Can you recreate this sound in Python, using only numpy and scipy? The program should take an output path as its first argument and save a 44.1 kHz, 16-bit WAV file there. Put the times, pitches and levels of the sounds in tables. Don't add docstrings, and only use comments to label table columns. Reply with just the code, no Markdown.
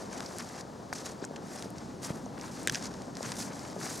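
import sys
import numpy as np
from scipy import signal
from scipy.fft import rfft, irfft
from scipy.io import wavfile

SR = 44100
rng = np.random.default_rng(int(sys.argv[2]) if len(sys.argv) > 2 else 0)


def generate_wav(sig):
    pcm = np.round(np.clip(np.atleast_2d(sig).T, -1, 1) * 32767).astype(np.int16)
    wavfile.write(sys.argv[1], SR, pcm)


N = 176400


def amp(db):
    return 10 ** (np.asarray(db) / 20)


def unit_rms(x):
    return x / np.sqrt(np.mean(x ** 2) + 1e-20)


def unit_hit(x):
    return x / np.sqrt(np.sum(x ** 2) / (SR / 100) + 1e-20)


def bins(size):
    return np.fft.rfftfreq(size, 1 / SR)


def curve(points, hz):
    freq_hz, value = np.transpose(points)
    return np.interp(np.log(hz + 1), np.log(freq_hz + 1), value)


def equalise(x, gain_db):
    log_gain = np.log(amp(np.maximum(gain_db, -90)))
    mirrored = np.r_[log_gain, log_gain[-2:0:-1]]
    response = np.exp(np.conj(signal.hilbert(mirrored)))[:len(gain_db)]
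    return irfft(rfft(x) * response, len(x))


def bell(hz, centre_hz, octaves):
    return 1 / (1 + (np.log2((hz + 1) / centre_hz) / octaves) ** 2)


def noise(eq):
    return unit_rms(equalise(rng.standard_normal(N), curve(eq, bins(N))))


def drift(rate_hz):
    return unit_rms(irfft(rfft(rng.standard_normal(N)) * np.exp(-(bins(N) / rate_hz) ** 2), N))


def fractures(decay_s, size=2048):
    return rng.choice([-1., 1.], size) * np.exp(-np.arange(size) / SR / decay_s)


def whiten(x):
    flat = irfft(np.exp(1j * np.angle(rfft(x))), len(x))
    return np.roll(flat, 10) * np.exp(-np.arange(len(x)) / SR / .012)


# time_s, rumble_db, rush_db
WIND_LEVELS = [(0, -45.5, -46.5), (.25, -45.5, -45), (.55, -48, -49), (1.1, -46.5, -47.5),
               (1.65, -45, -47.5), (1.95, -44, -48.5), (2.4, -43.5, -48.5), (2.8, -42.5, -45.5),
               (3.1, -45, -48), (3.35, -43, -46.5), (3.6, -43.5, -46.5), (4, -45, -47)]
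# freq_hz, gain_db
RUMBLE_EQ = [(20, -63), (32, -67), (45, -14), (75, -9), (115, -3.5), (190, 0.5), (270, -1), (350, -7),
             (500, -15), (1000, -52.5), (3000, -70)]
RUSH_EQ = [(100, -40), (280, -4), (400, -2), (600, -2.5), (900, -5.5), (1300, -13), (1800, -17.5),
           (2400, -28), (4000, -31), (9000, -93)]
THIN_HISS_EQ = [(500, 3), (2000, -3.5), (3100, -2.5), (4500, 2.5), (6400, 1.5), (8500, -5), (11000, -11),
                (14000, -19.5), (16000, -19)]


def wind(rumble_flutter_db=0.05, rush_flutter_db=1.5, hiss_db=-59):
    time_s, rumble_db, rush_db = np.transpose(WIND_LEVELS)
    t = np.arange(N) / SR
    rumble = noise(RUMBLE_EQ) * amp(np.interp(t, time_s, rumble_db) + rumble_flutter_db * drift(36))
    rush = noise(RUSH_EQ) * amp(np.interp(t, time_s, rush_db) + rush_flutter_db * drift(35))
    return rumble + rush + amp(hiss_db) * noise(THIN_HISS_EQ)


def grain_sizes(spread_db):
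    return amp(spread_db * np.minimum(rng.exponential(1, N), 5.1))


# freq_hz, gain_db
GRIT_EQ = [(500, -7), (1500, 11), (3000, -7), (5500, 2.5), (8500, -6.5), (12000, -12), (16000, -37)]


def grit(lowest_hz, kinds=12, cracks_per_s=150):
    crackle, hz = np.zeros(N), bins(2048)
    for centre_hz in np.geomspace(lowest_hz, 9000, kinds):
        tone_db = curve(GRIT_EQ, hz) + 20 * np.log10(bell(hz, centre_hz, octaves=0.31))
        crack = equalise(fractures(decay_s=0.0004), tone_db)
        triggers = grain_sizes(spread_db=1.5) * (rng.random(N) < cracks_per_s / kinds / SR)
        crackle += signal.oaconvolve(triggers, crack)[:N]
    return unit_rms(crackle)


def sand(eq, spread_db, clump_db, grains_per_s=9000):
    sizes = grain_sizes(spread_db) * rng.choice([-1, 1], N)
    slips = rng.random(N) < grains_per_s / SR
    clumps = amp(clump_db * drift(rate_hz=90))
    return unit_rms(equalise(sizes * slips * clumps, curve(eq, bins(N))))


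# freq_hz, gain_db
HISS_EQ = [(500, -9.5), (1500, -2.5), (3000, -8.5), (4400, -0.5), (6400, 2), (8500, -4.5), (11000, -12.5),
           (13500, -21.5), (16000, -32)]
CRUNCH_EQ = [(150, -34), (400, -10), (800, 1), (1250, -0.5), (1700, -3.5), (2200, -6.5), (3000, -12.5),
             (5000, -18.5), (10000, -52)]
# start_s, rise_s, hold_s, fall_s, hiss_db, crunch_db, sheen_db
SOLE_SCUFFS = [(-.03, .02, 0.047, 0.089, -53, -59, 1.5), (0.091, .037, 0.023, 0.13, -50, -48, 0.5),
               (.172, .005, 0.0074, 0.0088, -46, -68, -1), (0.186, .046, .2, 0.097, -52, -57.5, 3.5),
               (0.373, 0.023, .01, 0.023, -52, -43.5, 5), (0.435, 0.055, 0.12, 0.016, -53.5, -53, 2.5),
               (.57, .015, .008, .012, -53, -61, 0), (0.927, .002, 0.0068, 0.0096, -43, -45.5, 5),
               (0.939, 0.024, .018, 0.066, -44, -51.5, 0.5), (1.021, 0.037, 0.016, 0.044, -46.5, -50, 2),
               (1.081, 0.017, 0.02, 0.026, -51, -60.5, 2), (1.12, .03, .05, .03, -67, -62, 3),
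               (1.211, 0.03, 0.0035, 0.0051, -49, -46.5, -15),
               (1.358, 0.0033, 0.0053, 0.0036, -45.5, -49, -12), (1.4, 0.16, 0.052, 0.1, -52, -51, 5.5),
               (1.747, 0.014, .044, 0.23, -58.5, -58.5, -3), (2.014, 0.03, 0.011, 0.032, -43, -47.5, 6.5),
               (2.063, 0.035, 0.011, 0.019, -51, -45.5, 6), (2.1, 0.031, 0.044, 0.13, -58, -62.5, 7),
               (2.33, 0.13, 0.02, 0.034, -55, -48, 6.5), (2.501, 0.019, 0.069, 0.19, -52, -53, 3.5),
               (2.705, 0.018, 0.024, 0.099, -44, -47.5, 3),
               (2.784, 0.067, 0.0092, 0.028, -43.5, -48.5, -1.5), (2.857, 0.028, .13, 0.21, -58, -60, -2),
               (3.139, 0.11, 0.08, 0.057, -48, -47, 4.5), (3.251, 0.0037, 0.0075, 0.0068, -44.5, -45, -8),
               (3.336, 0.062, 0.006, 0.096, -41, -51, 5.5), (3.428, 0.048, 0.22, 0.15, -52.5, -53.5, 2.5),
               (3.771, 0.062, 0.04, 0.11, -43, -45.5, 5), (3.873, 0.069, .099, .12, -47, -51, 7)]


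def scuffs(sheen_hz=8850):
    t, power = np.arange(N) / SR, np.zeros((3, N))
    for start_s, rise_s, hold_s, fall_s, hiss_db, crunch_db, sheen_db in SOLE_SCUFFS:
        attack = (t - start_s) / rise_s
        release = 1 - (t - start_s - rise_s - hold_s) / fall_s
        push = np.clip(np.minimum(attack, release), 0, 1)
        power += (amp([[hiss_db], [crunch_db], [hiss_db + sheen_db]]) * push) ** 2
    hiss_gain, crunch_gain, sheen_gain = np.sqrt(power)
    fine = sand(HISS_EQ, spread_db=0.85, clump_db=2) + amp(-9) * grit(lowest_hz=4340)
    coarse = sand(CRUNCH_EQ, spread_db=4.5, clump_db=4) + amp(-5.5) * grit(lowest_hz=1770)
    hiss = irfft(rfft(fine) / (1 + (bins(N) / sheen_hz) ** 10), N)
    sheen = fine - hiss
    return hiss_gain * hiss + sheen_gain * sheen + crunch_gain * coarse


# freq_hz, gain_db
TICK_EQ = [(300, 30), (1500, 5.5), (8000, 0.5), (11000, -2), (13000, -7), (16000, -30)]
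# start_s, level_db, decay_s, centre_hz, width_octaves
STEM_TICKS = [(.2053, -42.5, 0.00052, 4200, 0.83), (.2605, -44, 0.007, 5100, .28),
              (.3849, -42, 0.00067, 8100, 0.74), (.4055, -44.5, 0.0024, 2700, 1.1),
              (.6085, -46.5, 0.0037, 5640, 0.36), (1.059, -50, 0.0022, 7000, 0.64),
              (1.2496, -43, 0.0022, 6900, .26), (1.3607, -47, 0.0047, 2950, 0.65),
              (1.6242, -43, .0007, 4530, 0.93), (1.7034, -54, 0.0015, 11300, 0.88),
              (1.7824, -49.5, 0.0034, 5750, 0.38), (2.0315, -46, 0.0011, 5500, 2.9),
              (2.259, -53, .0014, 6200, .12), (2.3965, -52.5, .003, 2400, 0.58),
              (2.412, -46.5, 0.0011, 5800, 0.34), (2.6305, -50, 0.0022, 8300, 0.49),
              (2.7225, -43, 0.0013, 11000, 1.4), (2.8561, -43, 0.00086, 5370, 0.31),
              (2.9393, -51.5, .002, 5000, .64), (3.0195, -51.5, 0.0011, 5700, 0.9),
              (3.1532, -50, 0.001, 5200, 0.42), (3.1691, -44.5, 0.0013, 5300, 0.47),
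              (3.2288, -41.5, 0.0013, 5700, 0.43), (3.319, -40, .0015, 5270, 0.66),
              (3.412, -43, 0.0026, 5830, 0.36)]


def tick(level_db, decay_s, centre_hz, width_octaves, size=2048):
    hz = bins(size)
    tone_db = 20 * np.log10(bell(hz, centre_hz, width_octaves)) + curve(TICK_EQ, hz)
    return amp(level_db) * unit_hit(equalise(whiten(fractures(decay_s)), tone_db))


# pitch_hz, level_db, t60_s
STICK_MODES = [(700, 2, 0.0051), (1550, 1.5, 0.0048), (2170, -6.5, 0.0046), (4400, -14, .007),
               (5800, -10.5, 0.0053)]
# start_s, level_db, pitch_ratio
STICK_KNOCKS = [(.2048, -41.5, 0.94), (.928, -33.5, 1.09), (1.2418, -44, 0.92), (3.169, -46, 1.18),
                (3.3195, -45.5, 1.1)]


def knock(level_db, pitch_ratio, size=2048):
    t = np.arange(size) / SR
    ring = sum((-1) ** k * amp(db - 60 * t / t60_s) * np.sin(2 * np.pi * pitch_hz * pitch_ratio * t)
               for k, (pitch_hz, db, t60_s) in enumerate(STICK_MODES))
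    return amp(level_db) * unit_hit(ring)


# freq_hz, gain_db
WOOD_EQ = [(300, -35), (1150, -24), (1600, 7.5), (2300, 6), (3000, 5), (3850, 3.5), (4400, -6), (5000, -3),
           (7000, -9), (8700, -5), (11000, -20), (12700, -7), (16000, -36)]
# pitch_hz, level_db, t60_s
TWIG_MODES = [(1660, 9, 0.0096), (2290, -10, 0.0092), (3900, -22, .011), (6200, -12, 0.02)]
# start_s, level_db, length_s, bright_hz, bright_db, cutoff_hz, ring_db, pitch_ratio
TWIG_SNAPS = [(2.6736, -28, 0.00032, 7900, 15.5, 13300, 0.5, 1),
              (2.682, -38, .001, 6450, 19, 9500, -14, 1.1),
              (2.6964, -32.5, 0.002, 5830, 20, 13000, 2.5, 1.02),
              (2.7465, -35.5, 0.00082, 5800, 23, 8700, -24, 0.76),
              (2.7551, -34.5, 0.00026, 5840, 22, 8000, -17, 1)]


def snap(level_db, length_s, bright_hz, bright_db, cutoff_hz, ring_db, pitch_ratio, size=2048):
    t, hz = np.arange(size) / SR, bins(size)
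    wood_db = curve(WOOD_EQ, hz) - 10 * np.log10(1 + (hz / cutoff_hz) ** 20)
    crack_db = wood_db + bright_db * bell(hz, bright_hz, octaves=0.32)
    fibres = rng.choice([-1., 1.], size) * (t / length_s) * np.exp(-(2 * t / length_s) ** 2)
    crack = unit_hit(equalise(whiten(fibres), crack_db))
    splinters = unit_hit(equalise(fractures(decay_s=0.0034), wood_db))
    modes = sum(amp(db - 60 * t / t60_s) * np.sin(2 * np.pi * pitch_hz * pitch_ratio * t)
                for pitch_hz, db, t60_s in TWIG_MODES)
    ring = unit_hit(modes * (1 - np.exp(-t / 0.00049)))
    return amp(level_db) * (crack + amp(-3) * splinters + amp(ring_db - 3.5) * ring)


# start_s, level_db, pitch_hz
FOOT_THUDS = [(1.2248, -26, 298), (1.3104, -28.5, 460), (1.6575, -30.5, 430), (2.103, -25, 540),
              (2.104, -24, 167), (2.2635, -27, 597), (2.3852, -34, 326), (2.674, -27, 456),
              (2.719, -27.5, 153), (3.2078, -24, 540), (3.7637, -26.5, 530), (3.837, -33, 202)]


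def thud(level_db, pitch_hz, attack_cycles=0.52, grit_gain=0.12, size=4096):
    cycles, hz = np.arange(size) / SR * pitch_hz, bins(size)
    swell = (cycles / attack_cycles * np.exp(1 - cycles / attack_cycles)) ** 2
    band_db = 20 * np.log10(bell(hz, pitch_hz, octaves=0.51))
    band_db -= 10 * np.log10(1 + (hz / pitch_hz / 2) ** 6)
    roughness = unit_rms(equalise(rng.standard_normal(size), band_db))
    push = swell * (grit_gain * roughness - np.sin(2 * np.pi * cycles))
    low_cut = signal.butter(1, pitch_hz * .35, "high", fs=SR)
    return amp(level_db) * signal.lfilter(*low_cut, push)


# freq_hz, correlation
STEREO_LIKENESS = [(25, 0), (45, 0.1), (70, 0.58), (130, .92), (290, 0.92), (640, 0.71), (900, 0.5),
                   (1100, 0.27), (1400, 0.65), (2000, 0.84), (3300, 1), (7500, 1), (9500, 0.95),
                   (12000, 0.75), (13500, 1), (15500, 0.26)]
# freq_hz, left_minus_right_db
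STEREO_BALANCE = [(200, -.8), (500, 2.5), (1050, 6.5), (1400, 3.6), (2000, 1.5), (2700, 1.4), (3300, 0),
                  (8000, 0), (10500, 2.2), (12500, 0)]
# freq_hz, left_lead_rad
STEREO_PHASE = [(100, 0), (450, .55), (950, .75), (1200, -.1), (3300, 0), (9000, 0), (12000, -.35),
                (14000, 0)]


def stereo(mid, side):
    hz = bins(N)
    likeness = np.clip(curve(STEREO_LIKENESS, hz), 0, 1)
    common = rfft(mid) * np.sqrt((1 + likeness) / 2)
    apart = rfft(side) * np.sqrt((1 - likeness) / 2)
    pan = amp(curve(STEREO_BALANCE, hz) / 2) * np.exp(.5j * curve(STEREO_PHASE, hz))
    return irfft([(common + apart) * pan, (common - apart) / pan], N)


def scene():
    hits = np.zeros(N)
    for cues, source in ((TWIG_SNAPS, snap), (STEM_TICKS, tick),
                         (STICK_KNOCKS, knock), (FOOT_THUDS, thud)):
        for start_s, *settings in cues:
            hit = source(*settings)
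            slot = hits[round(start_s * SR):][:len(hit)]
            slot += hit[:len(slot)]
    return stereo(mid=wind() + scuffs() + hits, side=wind() + scuffs())


def record(dry, cutoff_hz=16100):
    low_pass = signal.firwin(511, cutoff_hz, window=("kaiser", 9), fs=SR)
    return signal.oaconvolve(dry, low_pass[None], "same")


dry = scene()
out = record(dry)
generate_wav(out)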